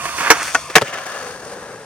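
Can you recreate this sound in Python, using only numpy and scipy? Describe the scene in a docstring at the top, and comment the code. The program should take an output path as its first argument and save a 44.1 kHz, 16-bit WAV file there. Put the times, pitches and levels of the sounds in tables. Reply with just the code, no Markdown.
"""A skateboard passes close by. Its free wheels whirr in the air and its bearings hiss. At 0.3 s the
board slams on a steel handrail, exciting the modes of both, and slides along it with friction noise.
It clacks off the end at 0.55 s, lands on concrete with a crack at 0.75 s and takes the rider's weight.
Then it rolls away: the rough ground drives the resonances of wheels and deck, ever duller.
The hardest blows overload the microphone."""
import sys
import numpy as np
from scipy import signal
from scipy.fft import rfft, irfft, next_fast_len
from scipy.io import wavfile
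from scipy.ndimage import map_coordinates

SR = 44100
rng = np.random.default_rng(int(sys.argv[2]) if len(sys.argv) > 2 else 0)


def pcm_store(signal):
    """Save signal as 16-bit PCM."""
    levels = np.round(np.clip(np.atleast_2d(signal), -1, 1) * 32767)
    wavfile.write(sys.argv[1], SR, levels.astype(np.int16).T)


N = 81585
TIME = np.arange(N) / SR
TOUCHDOWN_S = 0.743

# Blows as the board meets and leaves the rail (t/s, ring level/dB, crack level/dB, crack T60/s)
RAIL_SLAMS = [(.3028, 7.5, 7.5, 0.065), (.3115, -14, -2.5, 0.054)]
RAIL_END_CLACKS = [(.5472, -15, -7, 0.033), (.5512, -1.5, -7.5, 0.016), (0.5566, -19, -16, 0.042)]
# Normal modes (f/Hz, relative level/dB, T60/s)
TRUCK_MODES = [(269, -16.5, 0.062), (487, -20, 0.062), (661, -8.5, 0.063), (800, -11, 0.058),
               (1140, -1, 0.046), (1460, 4.5, 0.034), (1754, -1, 0.022), (1850, -7, 0.041),
               (2640, -8, 0.039), (3250, -12.5, 0.026), (6150, -9, 0.032)]
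DECK_MODES = [(158, -7.5, 0.06), (345, -4.5, 0.055), (445, -2.5, 0.055), (748, 3, 0.045), (912, -3.5, .035),
              (1100, 4.5, 0.034), (1460, -3, 0.03), (1620, -3, .033), (1735, 2, 0.035), (1877, -2, 0.033),
              (2358, -0.5, 0.037)]
# Spectrum of a hard blow on concrete (f/Hz, relative level/dB)
CONCRETE_CRACK = [(30, -47), (130, -14), (450, -2), (1200, 0.5), (1900, 2.5), (3000, -4.5), (3900, -10.5),
                  (6200, -8), (7600, -14.5), (9500, -17.5), (15000, -24)]


def rail_impacts():
    """Impact excitation: the board slams on the rail, then a truck clacks off its end."""
    board_modes = [(315, -0.5, 0.075), (457, -1, 0.07), (740, -1.5, 0.06), (891, -1.5, 0.09),
                   (1126, 0, 0.07), (1291, 4, 0.065), (1385, 1, 0.045), (1589, 2, 0.05), (1685, 4.5, 0.045),
                   (1949, 0, 0.039), (2200, 4, 0.04), (2798, -0.5, 0.047), (5660, -4.5, 0.085)]  # board against the rail (f/Hz, relative level/dB, T60/s)
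    steel_crack = [(30, -36), (200, -38), (400, -8), (1400, 1), (2600, -8.5), (3900, -19.5), (5800, -8.5),
                   (7500, -16), (9500, -22.5), (15000, -33)]  # contact spectrum (f/Hz, relative level/dB)
    return impacts(RAIL_SLAMS, board_modes, steel_crack) + impacts(RAIL_END_CLACKS, TRUCK_MODES, steel_crack)


def landing():
    """Mass loading: tail and wheels hit concrete, then the deck rings lower under the rider's weight."""
    # Blows (t/s, ring level/dB, crack level/dB, crack T60/s)
    touchdowns = [(.7542, -0.5, 6, 0.069), (.7612, 8.5, 1.5, 0.052), (.782, -11, -5, 0.021)]
    stomps = [(.8128, -22, -15, 0.052), (.8188, -10, -8.5, 0.014), (.8235, -19, -15.5, 0.028)]
    loaded_modes = [(112, 5.5, 0.05), (143, 0.5, 0.076), (269, -9.5, 0.054), (415, -0.5, 0.052),
                    (557, 4, 0.081), (790, -12, 0.019), (1310, -2, 0.025)]  # deck under load (f/Hz, relative level/dB, T60/s)
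    soft_crack = [(30, -33), (140, 3), (500, -4), (1500, -3.5), (3200, -10.5), (7000, -19), (11000, -20),
                  (15000, -38)]  # contact spectrum (f/Hz, relative level/dB)
    return impacts(touchdowns, DECK_MODES, CONCRETE_CRACK) + impacts(stomps, loaded_modes, soft_crack)


def impacts(blows, modes, spectrum):
    """Impulse response: each contact gives a modal ring and a short broadband crack."""
    out, t = np.zeros((2, N)), np.arange(SR // 4) / SR
    attack = 1 - np.exp(-t / 0.00015)
    for start, ring_db, crack_db, t60 in blows:
        crack = coloured(rng.standard_normal((2, len(t))), spectrum) * amp(crack_db - 60 * t / t60)
        add(out, start, (amp(ring_db) * ring(modes, t, scatter_db=1.5) + crack) * attack)
    return out


def ring(modes, t, scatter_db):
    """Modal superposition: damped sines, each a little out of phase between the two microphones."""
    hz, db, t60 = np.transpose(modes)[:, :, None]
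    polarity = (-1) ** np.arange(len(db))[:, None]
    gain = polarity * amp(db + scatter_db * rng.standard_normal(db.shape))
    phase = 0.088 * np.sqrt(hz / 1000) * rng.standard_normal((2, *db.shape))
    partials = gain * amp(-60 * t / t60) * np.sin(2 * np.pi * hz * t + phase)
    return np.sum(partials, 1) / np.linalg.norm(amp(db)) * np.sqrt(2)


def slide():
    """Sliding friction and free spin: scrape, bearing hiss, wheel whirr and a swish before touchdown."""
    # Envelopes (t/s, relative level/dB)
    scrape_levels = [(0, -38.5), (.055, -29), (.11, -32), (.176, -35), (.184, -25), (.23, -21.5),
                     (.275, -18), (.35, -24), (.395, -27), (.42, -21), (.445, -30.5), (.48, -24.5),
                     (.53, -34.5), (.59, -38), (.66, -44), (.735, -36)]
    bearing_levels = [(0, -36), (.055, -30), (.14, -33), (.19, -28), (.27, -29), (.35, -30), (.4, -30),
                      (.45, -28), (.53, -31.5), (.59, -34), (.66, -38.5), (.735, -39.5)]
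    whirr_levels = [(0, -29), (.06, -26), (.14, -33.5), (.27, -27), (.4, -30.5), (.58, -61), (.65, -35.5),
                    (.74, -41.5)]
    swish_levels = [(.655, -48), (.68, -50), (.705, -25.5), (.725, -51), (.75, -44)]
    # Noise spectra (f/Hz, relative level/dB)
    scrape_spectrum = [(100, -33), (200, -30), (270, -13.5), (400, -20.5), (520, -11), (720, -13.5),
                       (1000, -7.5), (1300, -5), (1680, -4), (2050, -7.5), (2600, -9), (3100, -19),
                       (4000, -25), (8000, -71)]
    bearing_spectrum = [(200, -40), (700, -2.5), (1760, -11), (3000, -6), (3500, 0), (3980, -13), (4400, 0),
                        (5100, -4), (6200, 0.5), (7400, -8), (8800, -2.5), (10500, -11.5), (12800, -18.5),
                        (15800, -21)]
    swish_spectrum = [(100, -23), (300, 2), (520, 15), (800, 8), (2000, -37), (8000, -39)]
    free_wheels = [(687, 76, -6.5), (978, 110, -2.5), (1084, 55, -0.5), (1196, 48, -1.5), (1750, 65, -13),
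                   (2598, 390, -6)]  # resonances (f/Hz, width/Hz, relative level/dB)
    aloft, = curves([(TOUCHDOWN_S, 1), (TOUCHDOWN_S + 0.02, 0)])
    scrape = amp(curves(scrape_levels)[0]) * friction(scrape_spectrum, grain_db=2.5, rate=400)
    hiss = amp(curves(bearing_levels)[0] + 1) * friction(bearing_spectrum, grain_db=1.5, rate=980)
    whirr = amp(curves(whirr_levels)[0]) * resonances(free_wheels)
    swish = amp(curves(swish_levels)[0]) * friction(swish_spectrum, grain_db=2, rate=200)
    return aloft * (scrape + hiss + whirr + swish)


def roll():
    """Roughness excitation: hard wheels roar, whine and hiss on concrete, duller as they move off."""
    levels = [(.84, -38, -44.5), (.882, -30.5, -41.5), (.91, -35.5, -45.5), (.945, -29.5, -43),
              (1.01, -33.5, -42.5), (1.18, -31.5, -40), (1.27, -33, -40.5), (1.38, -39.5, -47),
              (1.5, -35, -44), (1.63, -36, -48), (1.85, -41.5, -50)]  # envelopes (t/s, relative roar level/dB, relative grit level/dB)
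    # Spectra of wheel roar and grit hiss (f/Hz, relative level/dB)
    roar_near = [(120, -44), (200, -31), (229, -5.5), (348, -27), (389, -5.5), (440, -12), (523, -6.5),
                 (805, -2), (877, -10.5), (1030, -2.5), (1660, -2), (2210, -13), (3800, -15), (4940, -50),
                 (8360, -120)]
    roar_far = [(120, -13.5), (200, -8.5), (282, -11.5), (429, -5.5), (563, -2), (621, -7.5), (711, -7),
                (1020, -9), (1110, -10), (1710, -12), (2180, -18), (2410, -20.5), (3800, -31), (4940, -53),
                (8360, -120)]
    grit_near = [(200, -47), (1500, -15), (3000, -7.5), (3900, -12), (4450, 0.5), (4900, -3.5), (6500, -1),
                 (7500, -10.5), (8700, -2.5), (12800, -22), (15800, -22)]
    grit_far = [(1800, -26), (3000, -8.5), (4400, -4.5), (6200, -3), (7400, -7.5), (9200, -1),
                (10200, -13.5), (12500, -19), (15800, -29)]
    loaded_wheels = [(1415, 170, -1.5), (1707, 110, 5), (2550, 150, -11.5), (2790, 60, -4.5)]  # resonances (f/Hz at 1 s, width/Hz, relative level/dB)
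    roar_db, grit_db = curves(levels)
    grounded, = curves([(TOUCHDOWN_S, 0), (TOUCHDOWN_S + 0.075, 1)])
    away, = curves([(1.1, 0.0038), (1.45, 0.91)])
    dull, = curves([(1.1, 0), (1.74, 1)])
    roar = np.sqrt(1 - away) * friction(roar_near, grain_db=1, rate=610)
    roar += np.sqrt(away) * friction(roar_far, grain_db=2, rate=280)
    speed = 1 - 0.05 * (TIME - 1)  # the whine sags as the board slows
    whine = amp(-6.5 - 5.8 * away) * resonances(loaded_wheels, speed)
    grit = (1 - dull) * friction(grit_near, grain_db=2.5, rate=1100)
    grit += dull * friction(grit_far, grain_db=1.5, rate=880)
    grit /= np.hypot(1 - dull, dull)
    deck = deck_hum()
    coarse_patches = amp(0.7 * (2 - dull) * wobble(rate=170))
    wheels = amp(roar_db + 1.5) * (roar + whine) + amp(grit_db + 4) * grit
    return grounded * (coarse_patches * wheels + deck)


def deck_hum():
    """Forced vibration: the rolling deck gives a rough, falling hum over its lowest bending mode."""
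    glide = [(.85, 570, -38.5), (1.1, 546.3, -39.5), (1.27, 505, -33.5), (1.42, 490, -41),
             (1.6, 467.4, -38.5), (1.85, 449, -41)]  # course of the hum (t/s, f/Hz, relative level/dB)
    hz, db = curves(glide)
    wander_hz = 38.1 * wobble(rate=180)
    phase = 2 * np.pi * np.cumsum(hz + wander_hz) / SR
    hum = unit(np.sin(phase) * amp(2.8 * wobble(rate=180)))
    return amp(db - 2.5) * hum + amp(-51) * narrowband(hz=138, width_hz=86)


def rattles():
    """Light impacts: wheels and trucks knock the deck; metal and grit tick against a truck."""
    # Blows (t/s, ring level/dB, crack level/dB, crack T60/s)
    knocks = [(.054, -21.5, -19, 0.025), (.1812, -21, -18.5, 0.011), (.2055, -17, -20.5, 0.041),
              (.2618, -27, -21, 0.024), (.6992, -30, -24.5, 0.072), (1.0635, -24, -28, 0.067)]
    ticks = [(.4298, -43, -16.5, 0.013), (.5474, -38, -12, 0.0095), (.5518, -27, -17, 0.013),
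             (1.0635, -39, -32, 0.052)]
    tick_crack = [(500, -28), (3000, -9), (6000, 7), (10000, 4), (15000, -15)]  # contact spectrum (f/Hz, relative level/dB)
    return impacts(knocks, DECK_MODES, CONCRETE_CRACK) + impacts(ticks, TRUCK_MODES, tick_crack)


def scuffs():
    """Slip friction: the wheels skid sideways in brief, gritty swells."""
    slips = [(0.878, -30, 0.032), (0.94, -26.5, 0.0092), (0.984, -31, 0.012)]  # Gaussian swells (t/s, level/dB, half length/s)
    spectrum = [(100, -20), (300, 3.5), (700, -30), (1300, -8), (2200, 4.5), (3200, -1.5), (4000, -15),
                (6200, -7), (12000, -23)]  # slip noise (f/Hz, relative level/dB)
    envelope = sum(amp(db) * np.exp(-((TIME - peak) / half) ** 2) for peak, db, half in slips)
    return envelope * friction(spectrum, grain_db=2.5, rate=600)


def rail_ring():
    """Free vibration: the steel tube sings faintly and unsteadily after the board meets and leaves it."""
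    tube_modes = [(672, 5.5, 0.28), (1043, -1, 0.6), (1275, -3, 0.46), (2160, -2, .6), (2340, -6, 0.65),
                  (5660, -3, .3)]  # lightly damped modes (f/Hz, relative level/dB, T60/s)
    out = np.zeros((2, N))
    for start in (RAIL_SLAMS[0][0], RAIL_END_CLACKS[0][0]):
        flutter_db = 3 * wobble(rate=60)
        add(out, start, amp(-31 + flutter_db) * ring(tube_modes, TIME, scatter_db=1))
    return out


def passing(x):
    """Level and time differences between the microphones follow the board's direction."""
    path = [(0, -4, 0.089), (.24, -3.5, 0.067), (.31, -4.5, 0.071), (.44, 0, 0.014), (.55, 2, -0.037),
            (.77, 1.5, -0.031), (1.05, 3.5, -0.063), (1.85, 2.5, -0.052)]  # direction cues (t/s, left minus right level/dB, left lag/ms)
    pan_db, lag_ms = curves(path)
    half_lag = lag_ms * SR / 2000
    return np.array([amp(side * pan_db / 2) * map_coordinates(ch, [np.arange(N) - side * half_lag], order=5)
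                     for ch, side in zip(x, (1, -1))])


def yard(x):
    """Reverberation: reflections from steps and walls merge into an exponentially decaying tail."""
    decay_times = [(200, 0.3), (2000, 0.33), (10000, 0.9)]  # reverberation time (f/Hz, T60/s)
    hz, t, noise = signal.stft(rng.standard_normal((2, SR // 2)), SR, nperseg=256)
    tail = signal.istft(noise * amp(-60 * t / along(decay_times, hz)[:, None]), SR, nperseg=256)[1]
    return signal.fftconvolve(x, tail / np.linalg.norm(tail[0]), axes=1)[:, :N]


def rumble():
    """Background noise: a low band whose level drifts."""
    levels = [(0, -35.5), (.25, -43), (.38, -37), (.48, -40.5), (.6, -40.5), (.72, -48), (1.0, -53),
              (1.3, -49), (1.85, -54)]  # envelope (t/s, level/dB)
    spectrum = [(20, -21), (45, 4), (72, 5), (100, -3.5), (145, 2), (200, -8.5), (350, -9), (900, -55)]  # low band (f/Hz, relative level/dB)
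    return amp(curves(levels)[0]) * friction(spectrum, grain_db=1.5, rate=15)


def friction(spectrum, grain_db, rate):
    """Source and filter: countless tiny contacts, bunched rate times a second, heard through a body."""
    return coloured(rng.standard_normal((2, N)) * amp(grain_db * wobble(rate)), spectrum)


def resonances(rows, speed=1):
    """Superposition of narrow bands, rms 1, with frequencies proportional to speed."""
    return unit(sum(amp(db) * narrowband(hz * speed, width) for hz, width, db in rows))


def narrowband(hz, width_hz):
    """A randomly driven resonance: a carrier that drifts in amplitude and phase."""
    phase = 2 * np.pi * np.cumsum(hz * np.ones(N)) / SR
    return unit(wobble(width_hz) * np.cos(phase) + wobble(width_hz) * np.sin(phase))


def coloured(pair, spectrum):
    """Partial coherence: two independent noises mix to a left and right of this spectrum, rms 1."""
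    coherence = [(40, 0.99), (130, 1), (500, 1), (1200, 0.86), (2500, 0.69), (5000, 0.42), (12000, 0.63)]  # likeness of left and right (f/Hz, correlation)

    def response(hz):
        angle = np.arccos(np.clip(along(coherence, hz), -1, 1)) / 2
        return amp(along(spectrum, hz)) * np.array([np.cos(angle), np.sin(angle)])

    mid, side = filtered(pair, response)
    return unit(np.array([mid + side, mid - side]))


def filtered(x, response):
    """Linear filtering: the spectrum of x times a frequency response."""
    n = x.shape[-1]
    padded = next_fast_len(n + 8192)
    return irfft(rfft(x, padded) * response(np.fft.rfftfreq(padded, 1 / SR)), padded)[..., :n]


def wobble(rate):
    """Random modulation: a smooth curve with rate knots a second."""
    return map_coordinates(rng.standard_normal(N // 8), [TIME * rate], mode="wrap")


def curves(rows):
    """Linear interpolation in time: one value per sample for each column after the first."""
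    times, *columns = np.transpose(rows)
    return [np.interp(TIME, times, column) for column in columns]


def along(points, hz):
    """Interpolation of (f/Hz, value) points on a logarithmic frequency axis."""
    f, values = np.transpose(points)
    return np.interp(np.log(hz + 1), np.log(f + 1), values)


def add(out, start, sound):
    """Superposition of a sound from start seconds on."""
    part = out[:, round(start * SR):][:, :sound.shape[-1]]
    part += sound[..., :part.shape[1]]


def amp(db):
    """Level in decibels to amplitude ratio."""
    return 10 ** (np.asarray(db) / 20)


def unit(x):
    """Normalisation to rms 1."""
    return x / np.sqrt(np.mean(x ** 2) + 1e-20)


def scene():
    """Radiation from a moving board, too small to give deep bass, in an open yard over a low rumble."""
    low_cut = signal.butter(2, 69, "high", fs=SR, output="sos")
    hits = signal.sosfilt(low_cut, rail_impacts() + landing() + rattles())
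    board = passing(hits + rail_ring() + slide() + roll() + scuffs())
    return board + amp(-30) * yard(board) + rumble()


def record(dry):
    """Saturation and band limiting: the microphone clips softly, then deep bass and top treble are cut."""
    knee, bass_hz, top_hz = 7, 77.5, 15900
    clipped = dry / (1 + np.abs(dry) ** knee) ** (1 / knee)
    return filtered(clipped, lambda hz: (hz < top_hz) * hz ** 2 / (hz ** 2 + bass_hz ** 2))


dry = scene()
out = record(dry)
pcm_store(out)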